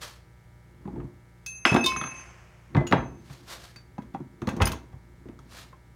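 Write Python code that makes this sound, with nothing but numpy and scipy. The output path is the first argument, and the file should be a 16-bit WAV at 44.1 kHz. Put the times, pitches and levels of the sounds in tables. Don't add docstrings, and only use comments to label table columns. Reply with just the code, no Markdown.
import sys
import numpy as np
from scipy import signal
from scipy.fft import rfft, irfft
from scipy.io import wavfile

SR = 44100
rng = np.random.default_rng(int(sys.argv[2]) if len(sys.argv) > 2 else 0)


def file_out(sig):
    cols = np.atleast_2d(sig).T
    lim = np.clip(cols, -1, 1)
    pcm = np.round(lim * 32767).astype(np.int16)
    wavfile.write(sys.argv[1], SR, pcm)


def field_ratio(decibels):
    return 10 ** (np.asarray(decibels, dtype=float) / 20)


N = 262648

# peak in seconds, level in dB, rise and fall in seconds per 20 dB.
GRIND_STROKES = [(0.976, -39, 0.19, 0.17), (1.89, -44, 0.19, 0.39), (2.785, -27.5, 0.051, 0.12),
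                 (2.99, -33.5, 0.14, 0.17), (3.4, -57, 0.44, 0.54), (4.1, -60.5, 0.64, 0.59),
                 (4.61, -28.5, 0.15, 0.18), (5.3, -57, .9, 0.92)]
# start in seconds, clack level in dB.
SETTLING_TAPS = [(1.9204, -25.5), (1.9624, -19), (1.9904, -46), (2.0133, -19), (2.0388, -21),
                 (2.0594, -29.5), (2.0744, -30.5), (2.1181, -35.5)]


def rms_one(x):
    return x / np.sqrt(np.mean(x ** 2) + 1e-20)


def ring(x, hz, t60_s):
    r = field_ratio(-60 / (t60_s * SR))
    w = 2 * np.pi * hz / SR
    return signal.lfilter([0, np.sin(w)], [1, -2 * r * np.cos(w), r * r], x + 1e-18)


def band(x, low_hz, high_hz):
    sos = signal.butter(3, [low_hz, high_hz], "band", fs=SR, output="sos")
    return signal.sosfilt(sos, x + 1e-18)


def coloured(spectrum):
    hz, level_db = np.transpose(spectrum)
    log_hz = np.log(np.arange(N // 2 + 1) * SR / N + 1)
    gain = field_ratio(np.interp(log_hz, np.log(hz), level_db))
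    return rms_one(irfft(rfft(rng.standard_normal(N)) * gain, N))


def drift(rate_hz):
    r = np.exp(-2 * np.pi * rate_hz / SR)
    wander = signal.lfilter([1], [1, -2 * r, r * r], rng.standard_normal(N + SR))
    return rms_one(wander[SR:])


def strokes(rows):
    t = np.arange(N) / SR
    return sum(field_ratio(db - 20 * np.maximum((peak_s - t) / rise_s, (t - peak_s) / fall_s))
               for peak_s, db, rise_s, fall_s in rows)


def hum():
    # frequency in Hz, level in dB rms.
    hum_tones = [(59.2, -57), (118.4, -58.5), (145.3, -66.5), (177.6, -64.5), (317.6, -77.5),
                 (360.7, -71.5), (479.1, -82.5), (602.9, -77), (780.6, -78.5), (839.8, -78.5), (958.2, -75),
                 (1200, -77.5), (1319, -76), (1443, -80.5), (1561, -78), (1680, -77.5), (1798, -77),
                 (1922, -79.5), (2040, -78.5), (2159, -75.5), (2283, -78.5)]
    # frequency in Hz, relative level in dB per Hz.
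    air_spectrum = [(25, -13), (60, -2), (130, -4.5), (260, -18.5), (500, -19), (1000, -27.5),
                    (2300, -33.5), (2700, -33), (7700, -38), (16000, -44.5)]
    air_db = -58
    t = np.arange(N) / SR
    out = field_ratio(air_db) * coloured(air_spectrum)
    for k, (hz, db) in enumerate(hum_tones):
        waver_db = 0.66 * drift(1.2) if k < 6 else 0
        out += field_ratio(db + waver_db) * np.sqrt(2) * np.sin(2 * np.pi * (hz * t + rng.random()))
    return out


def workshop(x):
    t60_s, dull_hz = 0.3, 4000
    t = np.arange(SR) / SR
    fade = field_ratio(-60 * t / t60_s) * np.clip((t - .004) / 0.011, 0, 1)
    white = rng.standard_normal(SR)
    dull = signal.sosfilt(signal.butter(1, dull_hz, fs=SR, output="sos"), white)
    tail = band(fade * (dull + fade * (white - dull)), 199, 22000)
    return signal.fftconvolve(x, tail / np.sqrt(np.sum(tail ** 2)))[:N]


def slides():
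    # peak in seconds, level in dB, rise and fall in seconds per 20 dB.
    slide_strokes = [(0.022, -38, 0.015, .12), (3.33, -52, 0.12, 0.15), (3.482, -47, 0.01, .15),
                     (3.526, -38.5, 0.047, 0.039), (3.65, -51.5, .12, 0.13), (5.522, -53.5, 0.025, 0.15),
                     (5.598, -47.5, 0.11, 0.086)]
    # frequency in Hz, relative level in dB per Hz.
    skin_spectrum = [(180, -21), (300, -3), (713, 2), (801, 0.5), (1060, 3.5), (2140, -1), (2320, -2),
                     (4440, -0.5), (15000, -16.5), (16000, -30)]
    grain = field_ratio(1.66 * drift(69))
    return strokes(slide_strokes) * grain * coloured(skin_spectrum)


def rolling():
    # peak in seconds, level in dB, rise and fall in seconds per 20 dB.
    roll_strokes = [(1.66, -25.5, .008, 0.1), (1.9, -50.5, .17, 1), (2.2, -56, .3, 0.25)]
    grains_per_s = 9000
    hits = rng.random(N) < grains_per_s / SR
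    height = field_ratio(3.2 * np.minimum(rng.exponential(1, N), 3))
    grains = hits * height * rng.choice([-1, 1], N)
    rumble = band(grains, 530, 2800) + field_ratio(-10.5) * band(grains, 2400, 6700)
    return strokes(roll_strokes) * rms_one(rumble)


def chime(s, level_db, hz, t60_s, rise_s=0.014):
    clicks = np.zeros(N)
    np.add.at(clicks, np.round(np.asarray(s) * SR).astype(int), field_ratio(level_db))
    soft = ring(clicks, hz, rise_s) * 2 * np.log(1000) / (rise_s * SR)
    return ring(soft, hz, t60_s) * field_ratio(1.5 * drift(25))


def loose_rod():
    # frequency in Hz, level in dB, t60 in seconds, dB gained per dB of a hit's lean.
    rod_modes = [(2571, -3, 0.63, -1), (2602, 0, 0.64, 0.95), (6285, -7, 1, -2.4), (6312, -7.5, 0.72, 0.23),
                 (6294, -4, 1, 1), (10900, -12, 0.94, 1), (10940, -18, .7, -2.1)]
    # start in seconds, levels of first, second and third mode in dB, lean to one plane in dB.
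    rod_hits = [(1.462, -41.5, -39, -44.5, 5), (1.668, -24, -37.5, -33.5, -0.5),
                (1.808, -29.5, -38.5, -48.5, 3.5), (1.885, -31.5, -46.5, -51, 2.5),
                (1.964, -44.5, -37.5, -37, -4), (2.090, -44.5, -58, -66.5, 5.5),
                (2.881, -56, -73, -63, -2.5), (2.974, -63, -62.5, -70, -5.5)]
    rests_s, freed_s, mute_db_per_s = 2.214, 2.87, 66
    hits = np.array(rod_hits)
    out = np.zeros(N)
    for hz, db, t60_s, side in rod_modes:
        mode = np.searchsorted([4000, 8000], hz)
        out += chime(hits[:, 0], hits[:, 1 + mode] + db + side * hits[:, 4], hz, t60_s)
    t = np.arange(N) / SR
    return out * field_ratio(-mute_db_per_s * np.maximum(t - rests_s, 0) * (t < freed_s))


def stand_arm():
    # frequency in Hz, level in dB, t60 in seconds.
    arm_modes = [(1050, -16, 1), (1050, -3, 0.7), (2216, -9.5, 0.8), (2428, -30, 0.8), (3047, -7, 0.23),
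                 (3480, -7.5, 0.2), (3650, 13, 0.075), (3980, -7.5, 0.26), (4300, -5.5, 0.11),
                 (4613, -13, 0.17), (5100, -6.5, 0.23), (5250, -26, 0.077)]
    # start in seconds, level in dB, tilt in dB per octave about 2500 Hz.
    arm_hits = [(1.842, -39, 6), (1.861, -26.5, -0.3)]
    s, hit_db, tilt_db = np.transpose(arm_hits)
    return sum(chime(s, hit_db + tilt_db * np.log2(hz / 2500) + db, hz, t60_s)
               for hz, db, t60_s in arm_modes)


def small_parts():
    # frequency in Hz, level in dB, t60 in seconds.
    bright_modes = [(5050, -2, 0.04), (9660, 5, 0.02), (9880, -19.5, 0.23), (13450, -5.5, 0.07)]
    # start in seconds, level in dB.
    bright_hits = [(4.655, -25), (4.673, -30), (4.719, -40)]
    # start in seconds, frequency in Hz, level in dB, t60 in seconds.
    ping_notes = [(.877, 827, -38, 0.077), (.960, 870, -41, 0.053), (1.001, 1220, -44, 0.029),
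                  (1.656, 5190, -36, 0.49), (2.771, 2030, -33, 0.27), (2.812, 623, -30, 0.099),
                  (2.869, 6820, -36.5, 0.13), (2.87, 2850, -36, 0.11), (3.762, 4590, -47, 0.2),
                  (2.928, 3260, -43, 0.29), (2.93, 2035, -40.5, 0.29), (3.981, 820, -30, 0.04),
                  (3.982, 983, -39, 0.13), (4.147, 880, -42, 0.057), (4.148, 790, -25.5, 0.068),
                  (4.603, 2080, -36, 0.34), (4.733, 1050, -28, 0.023), (5.390, 1294, -39.5, 0.019),
                  (5.73, 1050, -46.5, 0.081)]
    tap_s, tap_db = np.transpose(SETTLING_TAPS)
    out = chime(tap_s, tap_db, 1256, 0.013, rise_s=0.0065)
    hit_s, hit_db = np.transpose(bright_hits)
    out += sum(chime(hit_s, hit_db + db, hz, t60_s, rise_s=0.0045) for hz, db, t60_s in bright_modes)
    return out + sum(chime([s], db, hz, t60_s, rise_s=.004) for s, hz, db, t60_s in ping_notes)


def touches():
    # start in seconds, weight into the bench in dB,
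    # metal-on-metal clack in dB, edge tick in dB, thud pitch in Hz.
    stand_contacts = [(0.8529, -34.5, -49, -73, 213), (0.8757, -34.5, -48, -67, 240),
                      (0.9281, -40, -74, -74, 216), (0.958, -64, -45, -77, 119),
                      (1.0018, -39.5, -40, -76, 84), (1.0405, -35.5, -74, -70, 140),
                      (1.4619, -64, -34.5, -31, 133), (1.6522, -27.5, 3.5, -30, 340),
                      (1.7167, -17, -28, -39.5, 172), (1.7301, -35.5, -17, -50, 166),
                      (1.7432, -15.5, -16, -32.5, 227), (1.7622, -21, -7, -38.5, 254),
                      (1.841, -31.5, -27, -26.5, 303), (1.8606, -34.5, -31, -19.5, 77),
                      (2.7482, -18.5, -20, -56.5, 183), (2.7666, -18.5, -20.5, -47, 155),
                      (2.8084, -29.5, -31, -62, 302), (2.868, -54, -32, -45.5, 57),
                      (2.8726, -63, -29, -38.5, 137), (2.9123, -25.5, -24.5, -42, 295),
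                      (2.9245, -17.5, -1.5, -40, 200), (2.9443, -17, -31, -64, 155),
                      (3.2984, -43, -37.5, -75, 139), (3.3276, -52, -54, -50, 123),
                      (3.7601, -55, -34.5, -48.5, 173), (3.9815, -34, -38, -59.5, 223),
                      (4.0208, -58, -41.5, -60.5, 124), (4.14, -39.5, -46, -60, 250),
                      (4.146, -33.5, -33.5, -60, 240), (4.202, -33, -63.5, -69, 204),
                      (4.418, -26.5, -36, -50, 202), (4.472, -21.5, -21.5, -39.5, 173),
                      (4.4892, -49, -20, -37.5, 135), (4.5314, -34, -57.5, -57, 229),
                      (4.565, -28.5, -38, -44.5, 225), (4.602, -17, -21, -55, 113),
                      (4.6135, -18.5, -21.5, -38, 120), (4.6189, -27.5, -7, -27, 64),
                      (4.6557, -26, -38, -29.5, 84), (4.6703, -33, -14.5, -29.5, 62),
                      (4.7179, -37.5, -27, -32.5, 81), (4.7347, -43, -32, -56, 64.3),
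                      (4.9264, -36, -53.5, -65, 87.4), (5.2545, -39.5, -62, -70, 284),
                      (5.2862, -41.5, -42, -63.5, 270), (5.39, -45, -49.5, -56, 129),
                      (5.7269, -47, -43, -70, 58.8)]
    taps = [(s, db - 18, db, db - 28, 200) for s, db in SETTLING_TAPS]
    return np.transpose(stand_contacts + taps)


def blows(level_db, rise_s, rattle_s, click, tail_db):
    out = np.zeros(N + SR // 4)
    t = np.arange(SR // 4) / SR
    decay = field_ratio(-60 * t / rattle_s) + field_ratio(tail_db - 60 * t / (6.1 * rattle_s))
    fade = decay * (1 - np.exp(-t / rise_s))
    push = t * np.exp(-t / rise_s)
    blow = click * push / np.sum(push)
    for s, gain in zip(touches()[0], field_ratio(level_db)):
        rattle = rng.standard_normal(len(t)) * fade
        at = round(s * SR)
        out[at:at + len(t)] += gain * (rattle / np.sqrt(np.sum(rattle ** 2)) - blow)
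    return out[:N]


def body(force, modes):
    return sum((-1) ** k * field_ratio(db) * ring(force, hz, t60_s) for k, (hz, db, t60_s) in enumerate(modes))


def dense_modes(force, low_hz, high_hz, t60_s, count):
    pitches_hz = np.geomspace(low_hz, high_hz, count) * (1 + .03 * rng.standard_normal(count))
    return sum(ring(force, hz, t60_s * low_hz / hz) * rng.choice([-1, 1]) for hz in pitches_hz)


def bench(thud_db, thud_hz):
    # frequency in Hz, level in dB, t60 in seconds.
    bench_modes = [(60, 3, 0.13), (92, -4, 0.13), (135, -0.5, 0.16), (178, 4, 0.036), (222.6, 4.5, 0.051),
                   (272.3, -0.5, 0.093), (347.6, 5, 0.059)]
    grind = strokes(GRIND_STROKES) * field_ratio(2.7 * drift(12) - 30.5)
    out = np.zeros(N)
    for k, (hz, db, t60_s) in enumerate(bench_modes):
        favour_db = -16.0 * np.log2(hz / thud_hz) ** 2
        force = blows(thud_db + favour_db, rise_s=0.00091, rattle_s=0.05, click=1.9, tail_db=-17.0)
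        force = force + grind * rng.standard_normal(N)
        out += (-1) ** k * field_ratio(db) * ring(force, hz, t60_s)
    return band(out, 49, 700)


def casting_knock(thud_db, clack_db):
    # frequency in Hz, level in dB, t60 in seconds.
    low_modes = [(403, -6.5, 0.098), (528, 6, 0.022), (654, 2, 0.053), (768.3, 2.5, 0.034),
                 (926, 6.5, 0.039), (1101, 9.5, 0.009)]
    knock_db = 0.76 * thud_db + 0.41 * clack_db - 1.5
    force = blows(knock_db, rise_s=.0007, rattle_s=0.062, click=2.3, tail_db=-15.0)
    force = force + field_ratio(-41.0) * strokes(GRIND_STROKES) * rng.standard_normal(N)
    return field_ratio(-3.5) * body(band(force, 220, 1300), low_modes) + field_ratio(29) * band(force, 580, 1700)


def casting_clack(clack_db, tick_db):
    # frequency in Hz, level in dB, t60 in seconds.
    high_modes = [(1424, -4, 0.026), (1587, -6, 0.1), (2030, -4.5, 0.015), (3706, -25.5, 0.023)]
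    force = blows(clack_db, rise_s=.00006, rattle_s=0.027, click=1.9, tail_db=-6.0)
    clack = field_ratio(-18.5) * body(band(force, 1300, 4500), high_modes) + field_ratio(14.5) * band(force, 1100, 2500)
    bright_db = 0.66 * clack_db + 0.43 * tick_db
    force = blows(bright_db, rise_s=.00005, rattle_s=0.01, click=0.97, tail_db=-20.0)
    fins = dense_modes(force, 2600, 5200, t60_s=0.066, count=12)
    return clack + field_ratio(24.0) * band(force, 2400, 4300) + field_ratio(-15.0) * band(fins, 2200, 3600)


def edge_tick(tick_db):
    force = blows(tick_db, rise_s=.00004, rattle_s=0.039, click=.1, tail_db=-13.5)
    tick = field_ratio(25.0) * band(force, 4000, 7100) + field_ratio(12) * band(force, 10500, 16000)
    fins = dense_modes(force, 5000, 10500, t60_s=0.03, count=14)
    return tick + field_ratio(-12.5) * band(fins, 5600, 18000)


def contacts():
    _, thud_db, clack_db, tick_db, thud_hz = touches()
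    knock = casting_knock(thud_db, clack_db)
    clack = casting_clack(clack_db, tick_db)
    return bench(thud_db, thud_hz) + knock + clack + edge_tick(tick_db)


def scene():
    room_db = -12
    near = contacts() + slides() + rolling()
    steel = loose_rod() + stand_arm() + small_parts()
    return (near + steel + field_ratio(room_db) * workshop(near) + hum())[None]


def top_cut(x):
    return signal.sosfilt(signal.butter(12, 16620, fs=SR, output="sos"), x)


def record(dry):
    mix = signal.sosfilt(signal.butter(2, 45, "high", fs=SR, output="sos"), dry)
    return top_cut(mix)


dry = scene()
out = record(dry)
file_out(out)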